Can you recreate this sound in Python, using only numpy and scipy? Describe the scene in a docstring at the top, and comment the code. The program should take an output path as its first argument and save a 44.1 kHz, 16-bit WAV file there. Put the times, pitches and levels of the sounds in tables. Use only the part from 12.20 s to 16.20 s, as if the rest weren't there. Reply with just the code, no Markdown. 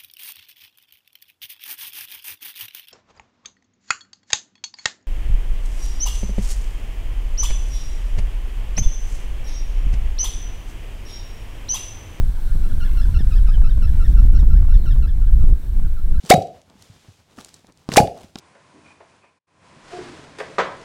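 """Wind buffets the microphone from the start, and reeds hiss beside a shallow pond. Almost at once a
wading bird begins to yelp, about six times a second: each harmonic call dips, breaks upward and falls
away. The series swells among thin gliding whistles and far-off quacks; then come short dry ticks, many
of them wind crackling on the microphone. From two seconds on the strongest gusts drive its limiter.
The yelps fade near three seconds, pause, and return faintly at the end."""
import sys
import numpy as np
from scipy import signal
from scipy.fft import rfft, irfft, next_fast_len
from scipy.io import wavfile
from scipy.ndimage import uniform_filter1d, minimum_filter1d, map_coordinates

SR = 44100
rng = np.random.default_rng(int(sys.argv[2]) if len(sys.argv) > 2 else 0)


def unload_audio(sound):
    """Save the sound as a 16-bit wav file, at the path given as the first command line argument."""
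    columns = np.transpose(np.atleast_2d(sound))
    # keep every value between -1 and 1, then stretch to whole-number steps
    steps = np.round(np.clip(columns, -1, 1) * 32767)
    wavfile.write(sys.argv[1], SR, steps.astype(np.int16))


N = 176400

# Spectra of the microphone's hiss, grass, reeds, wind rumble and eddies: frequency_hz, relative_db
HISS_SPECTRUM = [(7000, -54), (11000, -13), (12700, 2), (14400, -12), (15400, 7), (16000, -13)]
GRASS_SPECTRUM = [(200, -18), (350, -2.5), (550, -3.5), (950, -8.5), (1300, -23.5), (2200, -12),
                  (5000, -38)]
REED_SPECTRUM = [(300, 9), (600, -5), (950, 5), (1220, 4), (1600, 10.5), (1900, -2), (2800, -1), (3500, 1),
                 (4200, 2), (4900, -5.5), (5800, -1.5), (6700, -6.5), (8000, -0.5), (9500, -3), (12000, -4),
                 (16000, -11)]
RUMBLE_SPECTRUM = [(4, -58), (9, -13.5), (16, 6.5), (25, -1.5), (40, -5), (63, -14), (100, -23.5),
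                   (160, -34.5), (300, -52), (700, -90)]
EDDY_SPECTRUM = [(50, -0.5), (110, -5.5), (170, -0.5), (250, -5.5), (400, -14), (630, -24.5), (1200, -30.5),
                 (3000, -46)]
# Envelope of the wind in the grass: time_s, level_db
GRASS_LEVELS = [(0, -56.5), (.5, -58.5), (.9, -55), (1.3, -56), (1.8, -55), (2.3, -57), (2.8, -58.5),
                (4, -59.5)]
# Envelopes of the reed hiss, wind rumble and eddies: time_s, relative_db
REED_LEVELS = [(0.03, -60.5), (0.92, -60.5), (1.44, -63.5), (1.86, -61), (2.4, -67.5), (2.77, -64.5),
               (2.92, -66), (3.97, -66)]
RUMBLE_LEVELS = [(0, -14), (.2, -24), (.3, -16), (.68, -16.5), (.78, -15.5), (1.14, -15), (1.2, -11.5),
                 (1.31, -13.5), (1.43, -10.5), (1.55, -15), (1.85, -13), (2.08, -8), (2.22, -11.5),
                 (2.4, -10.5), (2.48, -13), (2.56, -9), (2.62, -17.5), (2.75, -12.5), (2.92, -18),
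                 (3.23, -8.5), (3.28, -12.5), (3.33, -7.5), (3.39, -29), (3.62, -13), (3.78, -20.5),
                 (3.9, -14)]
EDDY_LEVELS = [(0, -39.5), (.2, -44.5), (.42, -35), (1.3, -40.5), (1.41, -42), (1.58, -37), (1.7, -40.5),
               (1.8, -36.5), (2.08, -33), (2.46, -39), (2.84, -36), (2.93, -46.5), (3, -32), (3.05, -43),
               (3.24, -32), (3.38, -42), (3.55, -38.5), (3.59, -37), (3.78, -47.5), (3.89, -38), (4, -38.5)]
# Pressure pulses on the microphone: peak_s, peak_db
BUFFETS = [(1.008, -12.5), (1.29, -26), (1.436, -16.5), (2.005, -17.5), (2.045, -22), (2.232, -17),
           (3.242, -13.5), (3.312, -19), (3.328, -14.5), (3.596, -21.5)]
# Short dry ticks near 1 kHz: start_s, level_db, pitch_hz
TICKS = [(1.289, -38.5, 885), (1.379, -37.5, 794), (1.419, -40.5, 1100), (1.577, -45, 890),
         (2.017, -40, 1060), (2.093, -38, 870), (2.231, -41, 980), (2.34, -42, 980), (2.426, -42.5, 1060),
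         (2.449, -40.5, 1190), (2.485, -42, 840), (2.762, -41, 950), (3.597, -45, 1200)]
# Partials of a tick: frequency_ratio, relative_db
TICK_PARTIALS = [(.7, 3), (1, 3), (1.35, 0)]
# Thin whistles, one a falling overtone within a yelp: start_s, length_s, start_hz, end_hz, level_db
WHISTLES = [(.168, 0.037, 1045, 770, -52), (.418, 0.036, 2130, 2780, -58), (0.882, 0.031, 950, 1055, -51),
            (1.333, 0.036, 3200, 2910, -49.5), (1.745, 0.053, 895, 774, -55),
            (2.555, 0.11, 4280, 4100, -61), (2.597, 0.2, 3850, 3640, -63)]
# Duck calls: start_s, length_s, pitch_hz, level_db
QUACKS = [(0.636, 0.139, 526, -61.5), (1.733, 0.069, 468, -64)]
# Harmonics of a quack and a squeak, fundamental first: relative_db
QUACK_HARMONICS = [-17, 4.5, -4, 1, 2.5, -10, -15, -6]
SQUEAK_HARMONICS = [0, -6.5, -7]
# The wader's low notes: start_s, lowest_hz, curvature, harmonic_1_db ... harmonic_4_db
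LOW_NOTES = [(0.275, 1403, 0.45, -53, -70, -76.5, -75.0), (0.432, 1360, 0.12, -51.5, -58, -64.5, -71.5),
             (0.601, 1377, 0.56, -43.5, -47.5, -54, -58), (0.768, 1360, 0.33, -47, -50.5, -53.5, -55),
             (0.939, 1337, 0.58, -45.5, -46.5, -54, -55), (1.107, 1252, 0.73, -48.5, -48.5, -54.5, -59),
             (1.266, 1229, 0.89, -47.5, -52, -59, -55), (1.437, 1291, 0.3, -47.5, -53, -57, -58.5),
             (1.619, 1307, 0.62, -47, -51.5, -53, -53.5), (1.798, 1352, 0.31, -45, -53.5, -61, -62),
             (1.964, 1328, 0.52, -45.5, -54.5, -62, -57.5), (2.138, 1376, 0.21, -48.5, -56.5, -57, -54),
             (2.302, 1347, 0.27, -49, -60, -64, -62), (2.485, 1353, 0.21, -54.5, -58.0, -64, -62),
             (2.654, 1350, 0.73, -46, -52.5, -57, -58), (2.821, 1320, 0.4, -49.5, -53.5, -56.5, -66),
             (3.012, 1348, 0.65, -55.5, -64, -72, -79.5), (3.195, 1220, 0.97, -53, -66, -66, -81.0),
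             (3.765, 1310, 0.59, -53.0, -72.5, -69, -73.0), (3.937, 1332, 0.61, -54.5, -65, -63, -71)]
# Its squeaks before the break: start_s, centre_hz, level_db, overtone_gain_db
SQUEAKS = [(.645, 1700, -47.5, -2), (.813, 1695, -49, 4), (1.149, 1560, -57, 8), (1.311, 1620, -48.5, -8),
           (1.489, 1525, -46, -3), (2.007, 1550, -56, -8), (2.172, 1550, -48.5, -4),
           (2.351, 1594, -48, -12), (2.52, 1515, -46.5, -11), (2.871, 1655, -50.5, -2.5)]
# Its high notes: start_s, top_hz, harmonic_1_db ... harmonic_3_db
HIGH_NOTES = [(0.149, 1610, -54.5, -67.5, -62), (0.323, 1665, -53.5, -67, -63),
              (0.491, 1677, -53, -58, -68.5), (0.658, 1714, -50.0, -53, -64.5),
              (0.828, 1808, -50, -53, -52.5), (0.988, 1857, -50, -47.5, -53),
              (1.161, 1790, -51, -51.0, -54), (1.327, 1832, -49.5, -52.0, -54.5),
              (1.502, 1806, -58, -55, -65), (1.671, 1767, -50, -57, -61), (1.847, 1840, -50, -56.5, -57),
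              (2.022, 1795, -58, -59, -67.5), (2.188, 1870, -56, -55.5, -53), (2.364, 1810, -56, -63, -61),
              (2.538, 1846, -54, -51, -54), (2.704, 1807, -50.5, -49.5, -58),
              (2.883, 1810, -58, -56.5, -67.5), (3.067, 1617, -53, -63, -74.0),
              (3.644, 1568, -54.5, -63.5, -81.5), (3.976, 1595, -49.5, -73, -70)]

LOW_JITTER, HIGH_JITTER = .006, .017  # scatter as a share of the pitch
CRACK_JITTER, CRACK_S = .04, .005  # extra scatter at the voice's break, and its time constant


def amp(db):
    """Decibels to amplitude ratio."""
    return 10 ** (np.asarray(db) / 20)


def unit(x):
    """Normalisation to rms 1."""
    return x / np.sqrt(np.mean(x ** 2) + 1e-20)


def curve(rows):
    """Linear interpolation of (time_s, value) rows to every sample."""
    return np.interp(np.arange(N) / SR, *np.transpose(rows))


def wobble(rate, size=N):
    """Smooth random modulation: a spline through rate knots a second."""
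    return map_coordinates(rng.standard_normal(4000), [np.arange(size) * rate / SR], mode="wrap")


def noise(spectrum):
    """Spectral shaping of white noise, at rms 1."""
    size = next_fast_len(N + SR // 4)
    hz, db = np.transpose(spectrum)
    gain = amp(np.interp(np.log(np.fft.rfftfreq(size, 1 / SR) + 1), np.log(hz + 1), db))
    return unit(irfft(rfft(rng.standard_normal(size)) * gain, size)[:N])


def even(x, window_s=.07):
    """Division by the running rms removes a noise's own slow swells."""
    size = int(window_s * SR)
    power = uniform_filter1d(uniform_filter1d(x ** 2, size), size)
    return unit(x / np.sqrt(np.abs(power) + 1e-9))


def add(track, start_s, sound):
    """Superposition of a sound on a track."""
    part = track[max(round(start_s * SR), 0):][:len(sound)]
    part += sound[:len(part)]


def voice(hz, harmonics_db, jitter, edge_s=.0047, shimmer_db=1.6, knot_rate=380):
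    """A harmonic series roughened by jitter (random pitch) and shimmer (random amplitude)."""
    n = len(hz)
    t = np.arange(n) / SR
    phase = 2 * np.pi * np.cumsum(hz * (1 + jitter * wobble(knot_rate, n))) / SR
    phase += .07 * wobble(1100, n)  # phase noise: hoarser in the higher harmonics
    edges = np.sin(np.pi / 2 * np.clip(np.minimum(t, t[-1] - t) / edge_s, 0, 1))
    shimmer = unit(amp(shimmer_db * wobble(knot_rate, n)))
    tone = sum(amp(db) * unit(amp(shimmer_db * wobble(knot_rate, n))) * np.sin(k * phase)
               for k, db in enumerate(harmonics_db, 1))
    return np.sqrt(2) * edges * shimmer * tone


def microphone_hiss():
    """The noise floor: faint treble noise whose level wavers."""
    return amp(-62 + 2.5 * wobble(9.13)) * noise(HISS_SPECTRUM)


def reeds_and_grass():
    """Flow noise: air hisses in the reeds and rushes at lower frequencies through the grass."""
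    reeds = amp(curve(REED_LEVELS) + 10 + .8 * wobble(12)) * noise(REED_SPECTRUM)
    grass = amp(curve(GRASS_LEVELS) + 2 * wobble(24.78)) * noise(GRASS_SPECTRUM)
    return reeds + grass


def dry_ticks(rise_s=.00018, t60_s=.018):
    """Damped transients of three partials each, many of them wind crackling on the microphone."""
    out, t = np.zeros(N), np.arange(SR // 30) / SR
    envelope = (1 - np.exp(-t / rise_s)) * amp(-60 * t / t60_s)
    for start_s, db, hz in TICKS:
        for ratio, partial_db in TICK_PARTIALS:
            gain = amp(db + partial_db + rng.normal(0, 1.5))
            partial_hz = hz * ratio * np.exp(rng.normal(0, .05))
            add(out, start_s, gain * envelope * np.sin(2 * np.pi * (partial_hz * t + rng.random())))
    return out


def wind(rise_s=.0018):
    """Turbulent pressure on the microphone: deep rumble, fluttering eddies and single sharp pulses."""
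    rumble = amp(curve(RUMBLE_LEVELS) + 4) * even(noise(RUMBLE_SPECTRUM))
    flutter = unit(amp(3 * wobble(45)) * even(noise(EDDY_SPECTRUM)))
    eddies = amp(curve(EDDY_LEVELS) - 1.5) * flutter
    pulses, u = np.zeros(N), np.arange(SR // 20) / SR / rise_s
    for peak_s, db in BUFFETS:
        add(pulses, peak_s - rise_s, amp(db) * u ** 2 * np.exp(2 - 2 * u))
    return rumble + eddies + pulses


def bank_echo(x, t60_s=.38, echo_db=-12.5):
    """Reverberation: scatter from the banks adds an exponentially decaying tail."""
    t = np.arange(SR // 2) / SR
    tail = rng.standard_normal(len(t)) * amp(-60 * t / t60_s) * (1 - np.exp(-t / .0021))
    return x + amp(echo_db) * signal.fftconvolve(x, tail / np.linalg.norm(tail))[:N]


def whistles_and_quacks(rasp_hz=53.2, rasp_db=11):
    """Whistles are single gliding partials; amplitude modulation gives the quacks their rasp."""
    out = np.zeros(N)
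    for start_s, length_s, start_hz, end_hz, db in WHISTLES:
        n = int(length_s * SR)
        whistle = voice(np.linspace(start_hz, end_hz, n), [0], jitter=.014)
        add(out, start_s, amp(db) * signal.windows.tukey(n) * whistle)
    for start_s, length_s, hz, db in QUACKS:
        t = np.arange(int(length_s * SR)) / SR
        rasp = unit(amp(rasp_db * np.sin(2 * np.pi * rasp_hz * t)))
        add(out, start_s, amp(db) * rasp * voice(np.full(len(t), hz), QUACK_HARMONICS, jitter=.04))
    return out


def wader_low_notes(length_s=.042, lowest_at=.54, recovery=.55, onset_dull_db=-5):
    """Frequency modulation along a U opens the yelp; jitter grows as the voice nears its break."""
    out, u = np.zeros(N), np.linspace(0, 1, int(length_s * SR))
    jitter = LOW_JITTER + CRACK_JITTER * np.exp((u - 1) * length_s / CRACK_S)
    scoop = (u - lowest_at) ** 2 * np.where(u < lowest_at, 1, recovery)
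    for start_s, hz, curvature, *harmonics in LOW_NOTES:
        levels = [db + k * onset_dull_db * (1 - u) ** 6 for k, db in enumerate(harmonics)]
        add(out, start_s, voice(hz * (1 + curvature * scoop), levels, jitter))
    return out


def wader_squeaks(length_s=.0145, climb=.095):
    """A brief linear upward glide precedes the break in some calls."""
    out, u = np.zeros(N), np.linspace(0, 1, int(length_s * SR))
    for start_s, hz, db, overtone_db in SQUEAKS:
        levels = [db + level + overtone_db * (k > 0) for k, level in enumerate(SQUEAK_HARMONICS)]
        add(out, start_s, voice(hz * (1 + climb * (u - .5)), levels, HIGH_JITTER))
    return out


def wader_high_notes(length_s=.037, sag=.0655, fall=.174, fade_db=-3, dull_db=-7, quaver_rate=130):
    """A register break: the voice cracks upward, quavers and falls, its upper harmonics fading first."""
    out, u = np.zeros(N), np.linspace(0, 1, int(length_s * SR))
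    jitter = HIGH_JITTER + CRACK_JITTER * np.exp(-u * length_s / CRACK_S)
    for start_s, hz, *harmonics in HIGH_NOTES:
        glide = 1 - sag * u - fall * u ** 3 + .016 * wobble(quaver_rate, len(u))
        levels = [db + (fade_db + k * dull_db) * u ** 2 + 2.5 * wobble(quaver_rate, len(u))
                  for k, db in enumerate(harmonics)]
        add(out, start_s, voice(hz * glide, levels, jitter))
    return out


def scene():
    """Superposition in one channel: reverberant birds, with reeds and wind close by."""
    hiss = microphone_hiss()
    wader = wader_low_notes() + wader_squeaks() + wader_high_notes()
    birds = bank_echo(wader + whistles_and_quacks())
    return (birds + reeds_and_grass() + dry_ticks() + wind() + hiss)[None]


def record(dry, ceiling=1, hold_s=.012, top_hz=15800):
    """Peak limiting lowers the gain in gusts; a steep low-pass filter then bounds the bandwidth."""
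    size = int(hold_s * SR) + 1
    gain = minimum_filter1d(np.minimum(1, ceiling / (np.abs(dry) + 1e-9)), 2 * size)
    limited = dry * uniform_filter1d(uniform_filter1d(gain, size), size)
    return signal.sosfiltfilt(signal.ellip(10, .05, 60, top_hz, fs=SR, output="sos"), limited)


dry = scene()
out = record(dry)
unload_audio(out)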